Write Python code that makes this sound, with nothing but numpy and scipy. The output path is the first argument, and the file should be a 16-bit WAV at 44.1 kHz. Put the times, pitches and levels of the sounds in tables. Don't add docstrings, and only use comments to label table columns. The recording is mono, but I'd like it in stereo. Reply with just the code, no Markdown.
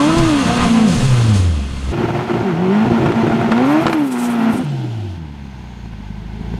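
import sys
import numpy as np
from scipy import signal
from scipy.fft import rfft, irfft, next_fast_len
from scipy.io import wavfile
from scipy.ndimage import uniform_filter1d, minimum_filter1d

SR = 44100
rng = np.random.default_rng(int(sys.argv[2]) if len(sys.argv) > 2 else 0)


def wav_out(sig):
    wavfile.write(sys.argv[1], SR, np.round(np.clip(np.atleast_2d(sig).T, -1, 1) * 32767).astype(np.int16))


N = 290619
T = np.arange(N) / SR
HZ = np.fft.rfftfreq(N, 1 / SR)

OUTSIDE_S, LIFT_OFF_S, IDLE_S, PASSED_S = 1.926, 4.63, 5.16, 6.25
BOG_START_S, BOG_END_S = 2.44, 2.73
EDGE_HZ = 15600

# (frequency [Hz], left-right correlation)
MIC_LIKENESS = [(100, .985), (350, .95), (700, .5), (1400, .45), (2800, .62), (5000, .42), (10000, .1)]
# (frequency [Hz], change of the left-right difference [dB])
OPEN_WIDTH = [(100, -38), (200, -26), (380, -15), (700, -18), (1300, -20), (2400, -14), (4400, -4),
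              (8000, -3), (15000, -1)]
# (frequency [Hz], level [dB])
AIR_COLOUR = [(20, -60), (90, 1.5), (300, 0), (900, -8.5), (3000, -13.5), (8000, -30.5), (15000, -46)]
# (frequency [Hz], level [dB])
SCATTER = [(100, -21), (300, -18), (600, -4), (1200, -1), (2800, -4), (6000, -14)]
OPEN_SCATTER_DB = -12
TREBLE_RIPPLE_DB, TREBLE_RIPPLE_HZ = 1.9, 60

# (time [s], hold [s], level [dB], decay [s])
SHAKE_JOLTS = [(.16, 0.021, -15, 0.1), (.59, 0.066, -26, 0.032), (.96, 0.15, -22, .06),
               (1.7, 0.069, -28, 0.018), (1.86, 0.072, -28.5, .02)]
# (frequency [Hz], level [dB])
SHAKE_COLOUR = [(10, -13), (22, -1), (45, -11), (75, -25), (130, 0), (300, -62)]
TREMBLE_DB = -60

# (time [s], hold [s], level [dB], decay [s])
CABIN_VENTS = [(.175, 0.013, -25, 0.013), (.87, 0.18, -29, 0.24), (1.33, 0.055, -33.5, 0.048)]
# (frequency [Hz], level [dB])
CABIN_HISS_COLOUR = [(2500, 0.5), (4500, 2), (6500, 2), (10000, -3.5), (11500, -17.5), (14500, -22),
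                     (15500, -42)]
HISS_UNDER_RASP_DB = -3.5
# (peak time [s], half length [s], level [dB], centre [Hz])
TRACK_VENTS = [(3.687, 0.053, -41.5, 14200), (3.822, 0.05, -40, 13000), (3.936, 0.09, -51, 12500),
               (4.06, .022, -46, 11500), (4.134, .018, -35.5, 8600), (4.191, 0.039, -33, 8400),
               (4.254, 0.021, -34.5, 7500), (4.24, 0.21, -42, 13000), (4.314, .02, -36, 10000),
               (4.528, 0.026, -39, 12000), (4.593, 0.051, -39.5, 9000)]
# (frequency [Hz], level [dB])
TRACK_HISS_COLOUR = [(3000, -3), (5000, -2), (7000, -2.5), (9500, -3), (11500, -5), (14000, -11),
                     (15700, -11)]
VENT_Q, VENT_WASH_DB = 3.3, -7
# (time [s], centre [Hz], level [dB])
WHIRR = [(4.55, 7800, -78), (4.7, 7600, -58), (4.9, 7000, -64), (5.1, 6200, -65), (5.35, 6300, -65),
         (5.6, 6500, -58), (6.1, 6400, -66), (6.59, 6600, -63)]

# (peak time [s], half length [s], pitch at the peak [Hz], level [dB], overtones [dB])
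HOWLS = [(0.534, 0.06, 241.5, -26.5, -3), (0.842, 0.16, 249.1, -19, -10.5), (4.471, 0.11, 258.5, -21, -32),
         (4.604, 0.031, 251.4, -18, -22)]
HOWL_SAG_HZ_PER_S = 62
# (time [s], level [dB], decay [s], share of bright snap [0-1])
BANGS = [(1.975, -23, 0.0051, 0.26), (2.153, -24, 0.0068, 0.19), (2.287, -29, 0.0052, .3),
         (2.333, -20.5, 0.0048, 0.1), (2.847, -26, 0.0042, 0.05), (3.059, -11, 0.0066, 0.15),
         (3.12, -12.5, 0.0036, 0.37), (3.267, -12, 0.0059, 0), (3.298, -14, 0.0022, 0),
         (3.412, -12, 0.0043, 0), (3.516, -18, 0.0016, 1), (3.519, -6, 0.0054, 0.2),
         (3.578, -19.5, 0.0038, 0.6), (3.866, -4.5, 0.0044, 0.47), (3.881, -10, 0.0025, 0.4),
         (3.897, -13, 0.0034, 0.34), (3.929, -8, 0.0047, 0.37)]
# (frequency [Hz], level [dB])
BANG_COLOUR = [(60, -18), (130, 11), (500, 13), (1400, 11.5), (2700, -4), (4500, -41), (8000, -20.5),
               (15000, -42)]
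# (frequency [Hz], level [dB])
SNAP_COLOUR = [(400, -20), (1200, 0), (2500, 0), (4500, -8), (8000, -19), (11000, -36), (15000, -50)]

# (time [s], firing rate [1/s])
CABIN_SPEED = [(0.0, 275.3), (0.1, 317.0), (0.17, 335.0), (0.27, 325), (0.33, 294), (0.4, 273), (0.47, 234),
               (0.6, 240), (0.86, 216), (0.9, 176.2), (0.98, 146), (1.171, 121.5), (1.317, 106.5),
               (1.423, 91), (1.505, 83), (1.6, 69), (1.925, 65.7)]
# (time [s], firing rate [1/s])
TRACK_SPEED = [(1.926, 234), (2.4, 238.2), (2.446, 204), (2.48, 193), (2.535, 158), (2.6, 172), (2.69, 190),
               (2.75, 205), (2.86, 230), (3.53, 224), (3.6, 246), (3.7, 286), (3.82, 335), (3.89, 333),
               (4.0, 299), (4.09, 260), (4.16, 242), (4.3, 239.4), (4.413, 226.1), (4.52, 223), (4.65, 149),
               (5.086, 94.5), (5.277, 73), (5.5, 67), (5.65, 61), (5.85, 57.5), (6.0, 50), (6.25, 52),
               (6.59, 56.7)]
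# (time [s], bass [dB], bark [dB])
CABIN_LEVEL = [(0.0, -10, -24.5), (0.09, -11, -25.5), (0.36, -13.5, -25.5), (0.65, -13, -22.5),
               (0.74, -11, -27.5), (0.85, -9.5, -29.5), (0.98, -15.5, -30), (1.3, -10, -31.5),
               (1.5, -13, -39.5), (1.75, -24.5, -42), (1.92, -17, -40)]
# (time [s], bass [dB], bark [dB])
TRACK_LEVEL = [(1.926, -19, -24), (2.02, -18, -25.5), (2.26, -23, -27), (2.33, -18, -25.5),
               (2.6, -15.5, -29.5), (2.75, -14, -24.5), (3.5, -15, -24.5), (3.76, -13, -21),
               (3.92, -18, -25), (4.025, -16.5, -30), (4.1, -24, -34), (4.16, -21, -29), (4.49, -16, -25),
               (4.66, -20.5, -34.5), (5.05, -23.5, -41), (5.3, -31.5, -46.5), (5.58, -33, -45),
               (5.8, -32.5, -46), (6.27, -28.5, -45), (6.59, -23.5, -39)]
RASP_DB, RASP_SLOPE, CABIN_RASP_DB = -16, 0.74, 8
BOOM_DB, ROUGH_BOOM_DB = -14.5, 13

# (strength, extra travel time in the manifold [ms])
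CYLINDERS = [(0.37, 0.036), (0.38, 0.21), (0.64, 0.073), (0.28, 0.29)]
# (start [s], end [s], roughness [0 to about 1], share dropped [0-1])
STUMBLES = [(0.078, 0.221, 0.45, .22), (0.423, 0.704, 0.61, 0.026), (0.926, 1.038, 0.64, .08),
            (1.65, 1.845, 0.27, .08), (1.919, 2.446, 1.03, 0.31), (2.447, 2.699, 0.45, .05),
            (2.844, 2.937, 0.97, 0.22), (2.975, 3.168, 0.89, 0.43), (3.221, 3.329, 0.92, 0.31),
            (3.354, 3.446, 0.78, 0.39), (3.474, 3.503, 0.99, 0.47), (3.558, 3.803, 0.22, .03),
            (3.805, 3.946, 0.75, 0.3), (4.518, 4.651, 0.79, 0.24), (4.643, 5.22, .25, 0.022),
            (5.223, 6.703, 0.25, 0.067)]
STUMBLE_FADE_S = 0.026
SCATTER_SMOOTH, SCATTER_ROUGH = 0.016, 0.19
ROUGH_TIMING_MS = .13
SPEED_HUNT = .028
# (time [s], half length [s], change [dB])
CUTS = [(1.964, 0.013, -5.5), (2.072, 0.0092, -8), (2.126, 0.01, -8), (2.268, 0.022, -6),
        (2.329, 0.0071, -10.5), (2.399, 0.016, -3), (2.605, 0.016, 1), (2.894, 0.0069, -8.5),
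        (2.921, 0.0012, 5), (2.985, 0.0044, 3), (3.13, 0.025, -6), (3.257, 0.013, -4.5),
        (3.293, 0.0071, -6.5), (3.386, 0.02, -4), (3.48, 0.0078, -4.5), (3.503, 0.004, -6),
        (3.858, 0.0031, 6), (3.913, 0.015, -0.5)]
# (time [s], lift [dB])
BURBLES = [(5.615, 0.5), (5.858, 7), (5.934, 7), (6.2, 0), (6.465, 2), (6.54, 5.5)]
BURBLE_HALF_S = 0.0066
GAS_DB_PER_OCTAVE, GAS_PIVOT_HZ = -1, 135
PUFF_MOST_DB = 6

ORDERS_HEARD = [.5, .75, 1, 1.5, 2, 2.5, 3, 3.5, 4]
MAIN_ORDERS = [1, 1.5, 2, 3]
# (cabin [dB], on power [dB], overrun [dB], idle [dB],
# change at roughness 1 [dB], change under boost [dB], change while bogging [dB], waver [dB])
ORDER_DB = [(-26.5, -33, -38, -49, 24, 5.5, -13, 5), (-17.5, -18.5, -47, -38, 2.5, -2, -4, 3.5),
            (-0.5, 2.55, 1.5, -1.5, -15.5, -1, -2.5, 0.92), (-26, -24, -24, -15, 10, -4.5, -9, 4.5),
            (-20, -19.5, -27, -6.5, -0.5, 6.5, 5, 2), (-39.5, -37, -24, -39, 4, 8, 10, 3.5),
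            (-23, -23.5, -32.5, -16, 0, 4.5, -3, 3.5), (-59, -50, -24, -22.5, 2, 6, 6, 3),
            (-35.5, -52, -42, -21, -2, 15, 4, 5.5)]
# (start [s], end [s])
BOOST = [(-.1, 0.325), (3.56, 3.85)]
BOOST_FADE_S = 0.055
# (start [s], end [s], level against the gas [dB])
SNARLS = [(-.1, 0.96, -6), (1.1, 1.39, -3), (2.452, 2.856, -4.5), (3.588, 3.842, -6), (4.13, 4.52, -6)]
SNARL_FROM_HZ, SNARL_TO_HZ = 480, 2900

# (centre [Hz], width [Hz], lift [dB])
CABIN_DRONES = [(209.4, 15, 11), (706, 8.5, 8.5), (498, 34, 4.5)]
POWER_DRONES = [(384.5, 23, 8.5), (334, 55, 6.4), (710, 51, 7.5), (906, 66, 2)]
OVERRUN_DRONES = [(325.1, 30.7, 13.5)]
IDLE_DRONES = [(206.3, 17, 11.3), (169, 20, 6.8)]
# (frequency [Hz], level [dB])
CABIN_COLOUR = [(30, -9), (80, 6.5), (120, -1.5), (180, 10.5), (270, 5.5), (400, -7.5), (500, -5.5),
                (590, -10.5), (720, -7.5), (850, -10.5), (1200, -11), (1600, -19), (2050, -22),
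                (3300, -22.5), (4500, -28.5), (7000, -81)]
POWER_COLOUR = [(40, -39), (80, -7), (125, -1), (200, -4.5), (380, -3.5), (500, -10.5), (800, -3.5),
                (1400, -18), (2300, -15.5), (3200, -20.5), (4500, -26.5), (7000, -33.5), (10000, -42),
                (15000, -47.5)]
OVERRUN_COLOUR = [(40, -43), (80, -11), (130, 3), (210, 17.5), (270, -5), (335, 8), (385, -8), (460, -25),
                  (550, -18), (800, -13), (1150, -30.5), (1550, -25.5), (2000, -27.5), (3000, -17),
                  (4500, -22.5), (8000, -33.5), (15000, -46.5)]
IDLE_COLOUR = [(40, -30), (80, 8), (120, 13), (170, 14.5), (220, 5), (270, -2.5), (350, 0), (450, -12.5),
               (560, -24.5), (850, -9.5), (1200, -28), (1600, -23), (2000, -27.5), (3000, -26.5),
               (4300, -29.5), (6500, -41.5), (9000, -46.5), (15000, -53)]
# (centre [Hz], width [Hz], lift [dB])
PIPE_MODES = [(139.3, 4.5, 14), (231.3, 8, 18.5), (376, 9.8, 5.5), (709, 36, 5), (920, 30, 4),
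              (1388, 68, 13.5), (2990, 29, 3.5)]
# (centre [Hz], width [Hz], lift [dB])
BAY_MODES = [(404, 20.7, 3.5), (664, 46, 5.5), (970, 54.8, 6.5), (1530, 46, 8.5), (1616, 47, -1.5),
             (2160, 170, 7.5), (2829, 56, 0.5), (3900, 60, -3), (5060, 120, 3)]
# (centre [Hz], width [Hz], change [dB])
TAILPIPE_MODES = [(195, 37, -3.5), (430, 48, 9.5)]


def amp(db):
    return np.exp(np.asarray(db) * (np.log(10) / 20))


def curves(rows):
    s, *columns = np.transpose(rows)
    return [np.interp(T, s, c) for c in columns]


def read(points):
    f, value = np.transpose(points)
    return np.interp(np.log(HZ + 1), np.log(f), value)


def smooth(x, seconds):
    size = max(int(seconds * SR), 1)
    return uniform_filter1d(uniform_filter1d(x, size), size)


def unit(x):
    return x / np.sqrt(np.mean(x ** 2) + 1e-20)


def steady(x, seconds=0.15):
    return x / np.sqrt(abs(smooth((x ** 2).mean(0), seconds)) + 1e-14)


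def shape(x, gain):
    size = next_fast_len(N + 8192, True)
    spectrum = rfft(x.astype(np.float32), size)
    spectrum *= np.interp(np.fft.rfftfreq(size, 1 / SR), HZ, gain)
    return irfft(spectrum, size)[..., :N].astype(float)


def below(hz, order=5):
    return 1 / np.sqrt(1 + (HZ / hz) ** (2 * order))


def above(hz):
    return np.sqrt(1 - below(hz) ** 2)


def after(s, seconds):
    return np.clip((T - s) / seconds + .5, 0, 1)


def during(start, end, fade_s):
    return after(start, fade_s) - after(end, fade_s)


def bumps(rows):
    total = np.zeros(N)
    for s, half, db in rows:
        span = slice(max(int((s - 4 * half) * SR), 0), int((s + 4 * half) * SR))
        total[span] += db * np.exp(-((T[span] - s) / half) ** 2)
    return total


def bursts(rows, attack_s):
    gain = np.zeros(N)
    for s, hold, db, decay in rows:
        rise = np.clip((T - s) / attack_s, 0, 1)
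        gain += amp(db) * rise * np.exp(-np.maximum(T - s - hold, 0) / decay)
    return gain


def resonances(modes):
    return sum(db / (1 + ((HZ - hz) / width) ** 2) for hz, width, db in modes)


def noise():
    mid, side = rng.standard_normal((2, N))
    same = np.clip(read(MIC_LIKENESS), -1, 1)
    mid = shape(mid, np.sqrt((1 + same) / 2))
    side = shape(side, np.sqrt((1 - same) / 2))
    return np.array([mid + side, mid - side])


def narrowed(x):
    mid = (x[0] + x[1]) / 2
    side = shape((x[0] - x[1]) / 2, amp(read(OPEN_WIDTH)))
    return np.array([mid + side, mid - side])


def treble_ripple():
    grid = np.arange(0, SR / 2, TREBLE_RIPPLE_HZ)
    return amp(TREBLE_RIPPLE_DB * np.interp(HZ, grid, rng.standard_normal(len(grid))))


def reflections(x, decay_s=0.021):
    t = np.arange(SR // 8) / SR
    taps = rng.standard_normal((2, len(t))) * (rng.random((2, len(t))) < .03) * np.exp(-t / decay_s)
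    taps /= np.linalg.norm(taps, axis=1, keepdims=True)
    echo = signal.fftconvolve(x, taps, axes=1)[:, :N]
    out = after(OUTSIDE_S, .005)
    places = [(1 - out, amp(read(SCATTER))), (out, amp(read(SCATTER) + OPEN_SCATTER_DB))]
    return sum(share * shape(x + shape(echo, wet), 1 / np.sqrt(1 + wet ** 2)) for share, wet in places)


def open_air():
    return amp(-46.0) * unit(shape(noise(), amp(read(AIR_COLOUR))))


def rush(gain, colour, trim_db, flutter_db):
    flutter = flutter_db * unit(smooth(rng.standard_normal(N), 0.023))
    return gain * amp(trim_db + flutter) * unit(shape(noise(), amp(read(colour)) * treble_ripple()))


def body_shake():
    gain = amp(TREMBLE_DB) + bursts(SHAKE_JOLTS, attack_s=0.0098)
    return rush(gain, SHAKE_COLOUR, trim_db=3.0, flutter_db=1.5)


def cabin_hiss(rasp):
    gain = np.hypot(amp(rasp + HISS_UNDER_RASP_DB), bursts(CABIN_VENTS, attack_s=0.013))
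    return rush(gain, CABIN_HISS_COLOUR, trim_db=1.5, flutter_db=0.75)


def whirr(blur_s=.0009, waver_db=2, wander_hz=120):
    hz, db = curves(WHIRR)
    drift, swell = (unit(smooth(v, .06)) for v in rng.standard_normal((2, N)))
    carrier = np.sin(2 * np.pi * np.cumsum(hz + wander_hz * drift) / SR)
    band = unit(smooth(rng.standard_normal((2, N)), blur_s) * carrier)
    return amp(db + waver_db * swell) * band


def vents():
    air = rush(1, TRACK_HISS_COLOUR, trim_db=0, flutter_db=4.5)
    sound = np.zeros((2, N))
    for s, half, db, hz in TRACK_VENTS:
        span = slice(int((s - 3 * half) * SR), int((s + 3 * half) * SR))
        jet = signal.lfilter(*signal.iirpeak(hz, VENT_Q, SR), air[:, span])
        jet = jet + amp(VENT_WASH_DB) * air[:, span]
        sound[:, span] += amp(db) * np.exp(-((T[span] - s) / half) ** 2) * unit(jet)
    return sound


def tyres(third_db=-3, waver=0.01535):
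    wobble = 1 + waver * unit(smooth(rng.standard_normal(N), 0.0183))
    sound = np.zeros(N)
    for s, half, hz, db, overtones_db in HOWLS:
        on = abs(T - s) < 3 * half
        t = T[on] - s
        phase = 2 * np.pi * np.cumsum((hz - HOWL_SAG_HZ_PER_S * t) * wobble[on]) / SR
        tone = amp([0, overtones_db, overtones_db + third_db]) @ np.sin(np.outer([1, 2, 3], phase))
        sound[on] += amp(db) * np.exp(-(t / half) ** 2) * unit(tone)
    return sound


def backfires(front_db=-2, front_s=0.0003):
    level, snap, front = np.zeros((3, N))
    age = T[:SR // 2]
    for s, db, decay, bright in BANGS:
        span = slice(round(s * SR), round(s * SR) + SR // 2)
        fall = np.exp(-age / decay)
        tail = 0.02 * np.exp(-age / 0.11)
        level[span] += amp(db) * (1 - np.exp(-age / 0.00032)) * (fall + tail)
        snap[span] += amp(db) * bright * np.minimum(age / 0.001, 1) * fall
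        front[span] += amp(db + front_db) * (1 - age / front_s) * np.exp(-age / front_s)
    burst = level * unit(shape(noise(), amp(read(BANG_COLOUR))))
    burst += snap * unit(shape(noise(), amp(read(SNAP_COLOUR))))
    return burst + shape(front, below(3200, order=3))


def drive():
    out = after(OUTSIDE_S, 0.0073)
    rate = np.where(T < OUTSIDE_S, curves(CABIN_SPEED)[0], curves(TRACK_SPEED)[0])
    bass, bark = (1 - out) * np.array(curves(CABIN_LEVEL)) + out * np.array(curves(TRACK_LEVEL))
    rasp = RASP_DB + RASP_SLOPE * bark + (1 - out) * CABIN_RASP_DB
    return rate, bass, bark, rasp


def stumbling():
    spells = [(during(start, end, STUMBLE_FADE_S), rough, share) for start, end, rough, share in STUMBLES]
    roughness = np.max([on * rough for on, rough, _ in spells], 0)
    dropped = np.max([on * share for on, _, share in spells], 0)
    return roughness, dropped


def firings(rate, turns):
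    at = np.flatnonzero(np.diff(np.floor(turns)) > 0)
    rough, dropped = (c[at] for c in stumbling())
    strength, late_ms = np.array(CYLINDERS)[np.arange(len(at)) % len(CYLINDERS)].T
    luck = rng.random(4000)[:len(at)]
    spread = rng.standard_normal(4000)[:len(at)]
    late_ms = late_ms + ROUGH_TIMING_MS * rough * rng.standard_normal(4000)[:len(at)]
    at = np.clip(at + np.round(late_ms * SR / 1000).astype(int), 0, N - 1)
    strength = strength * (1 + (SCATTER_SMOOTH + SCATTER_ROUGH * rough) * spread) * (luck >= dropped)
    clicks = np.bincount(at, strength, N) / np.sqrt(rate / SR)
    for order in MAIN_ORDERS:
        phase = 2 * np.pi * order * turns
        for wave in (np.cos(phase), np.sin(phase)):
            clicks = clicks - 2 * wave * smooth(clicks * wave, 0.035)
    return clicks - smooth(clicks, 0.024)


def gas_puffs(rate, turns, puff_turns=0.95, puff_spread_db=5.5):
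    puff_db = np.minimum(puff_spread_db * rng.standard_normal(N)[turns.astype(int)], PUFF_MOST_DB)
    gas = unit(noise() * (4.7 + amp(puff_db) * np.exp(-(turns % 1) / puff_turns)))
    gas = gas * amp(GAS_DB_PER_OCTAVE * np.log2(rate / GAS_PIVOT_HZ))
    slow = np.clip((150 - rate) / 70, 0, 1)
    treble = shape(gas, amp(read([(400, -12), (900, -6), (1600, -3), (2500, 0)])))
    return treble + slow * shape(gas, above(600))


def snarl(rate, turns, odd_db=-4, count=3):
    size = 4096
    order = np.arange(size // 2 + 1) / len(CYLINDERS)
    gain = (order > 3) * (order < 20) * amp(odd_db * (order % .5 > 0))
    place = (turns / len(CYLINDERS) % 1 * size).astype(int)
    sound = np.zeros(N)
    for _ in range(count):
        cycle = irfft(gain * np.exp(2j * np.pi * rng.random(len(order))))
        sound += cycle[place] * smooth(rng.standard_normal(N), .06)
    load = sum(amp(db) * during(start, end, BOOST_FADE_S) for start, end, db in SNARLS)
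    width = order[gain > 0].max() * rate / (SR / 2)
    band = above(SNARL_FROM_HZ) * below(SNARL_TO_HZ, order=2)
    return shape(load * np.sqrt(width) * unit(sound), band)


def order_levels(rate, rough):
    out, shut, idle = after(OUTSIDE_S, 0.0054), after(LIFT_OFF_S, 0.27), after(IDLE_S, 0.06)
    stages = [1 - out, out - shut, shut - idle, idle]
    boost = sum(during(start, end, BOOST_FADE_S) for start, end in BOOST)
    bog = during(BOG_START_S, BOG_END_S, BOOST_FADE_S)
    levels = np.array(ORDER_DB)[:, :-1] @ [*stages, rough ** 2, boost, bog]
    upper = np.flatnonzero(np.array(ORDERS_HEARD) > 1)
    for share, drones in zip(stages, (CABIN_DRONES, POWER_DRONES, OVERRUN_DRONES, IDLE_DRONES)):
        on = np.flatnonzero(share)
        for k in upper:
            for hz, width, db in drones:
                offset = (ORDERS_HEARD[k] * rate[on] - hz) / width
                levels[k, on] += share[on] * db / (1 + offset ** 4)
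    return levels


def exhaust(x):
    pipe_db, bay_db = resonances(PIPE_MODES), resonances(BAY_MODES)
    out, shut, idle = after(OUTSIDE_S, .005), after(LIFT_OFF_S, 0.16), after(IDLE_S, 0.081)
    passed = after(PASSED_S, 0.27)
    x = (1 - passed) * x + passed * shape(x, amp(resonances(TAILPIPE_MODES)))
    stages = [(1 - out, CABIN_COLOUR, 0.027, 0), (out - shut, POWER_COLOUR, 0.85, 0),
              (shut - idle, OVERRUN_COLOUR, 0.52, 0.37), (idle, IDLE_COLOUR, 0.067, 0.68)]
    return sum(fade * shape(x, amp(read(colour) + pipe * pipe_db + bay * bay_db))
               for fade, colour, pipe, bay in stages)


def engine(rate, bass, bark, rasp):
    rough = stumbling()[0]
    notes = order_levels(rate, rough)
    boom = bass + BOOM_DB + ROUGH_BOOM_DB * rough
    rate = rate * (1 + SPEED_HUNT * rough * unit(smooth(rng.standard_normal(N), .025)))
    turns = np.cumsum(rate * (1 + .008 * unit(smooth(rng.standard_normal(N), .004)))) / SR
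    cut_db = bumps(CUTS) + bumps([(s, BURBLE_HALF_S, db) for s, db in BURBLES])
    trail_s = .005 / (1 + HZ / 700)
    pulses = shape(firings(rate, turns), np.exp(-2j * np.pi * np.cumsum(trail_s) * HZ[1]))
    gas = gas_puffs(rate, turns)
    sound = exhaust(shape(pulses, below(2200, order=1)) + gas + snarl(rate, turns))
    low = shape(sound, below(450))
    mid = shape(sound, above(450) * below(1700))
    high = shape(sound, above(1700) * treble_ripple())
    body = amp(boom) * steady(low * amp(cut_db))
    body += amp(bark) * steady(mid * amp(1.2 * cut_db))
    body += amp(rasp) * steady(high * amp(0.28 * cut_db))
    for order, db, (*_, waver_db) in zip(ORDERS_HEARD, notes, ORDER_DB):
        waver = waver_db * unit(smooth(rng.standard_normal(N), 0.0086))
        body += amp(bass + db + cut_db + waver) * np.sqrt(2) * np.sin(2 * np.pi * order * turns)
    return reflections(body)


def scene():
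    rate, bass, bark, rasp = drive()
    car = engine(rate, bass, bark, rasp) + tyres()
    inside = car + cabin_hiss(rasp) + body_shake()
    outside = car + backfires() + vents() + whirr() + open_air()
    out = after(OUTSIDE_S, 0.012)
    return (1 - out) * inside + out * narrowed(outside)


def record(dry):
    gain = smooth(minimum_filter1d(1 / np.maximum(abs(dry).max(0), 1), size=45), .0005)
    gain = gain * np.clip(np.minimum(T, T[-1] - T) / .003, 0, 1)
    band_limit = signal.firwin(511, EDGE_HZ, window=("kaiser", 9), fs=SR)
    return signal.oaconvolve(dry * gain, band_limit[None], "same")


dry = scene()
out = record(dry)
wav_out(out)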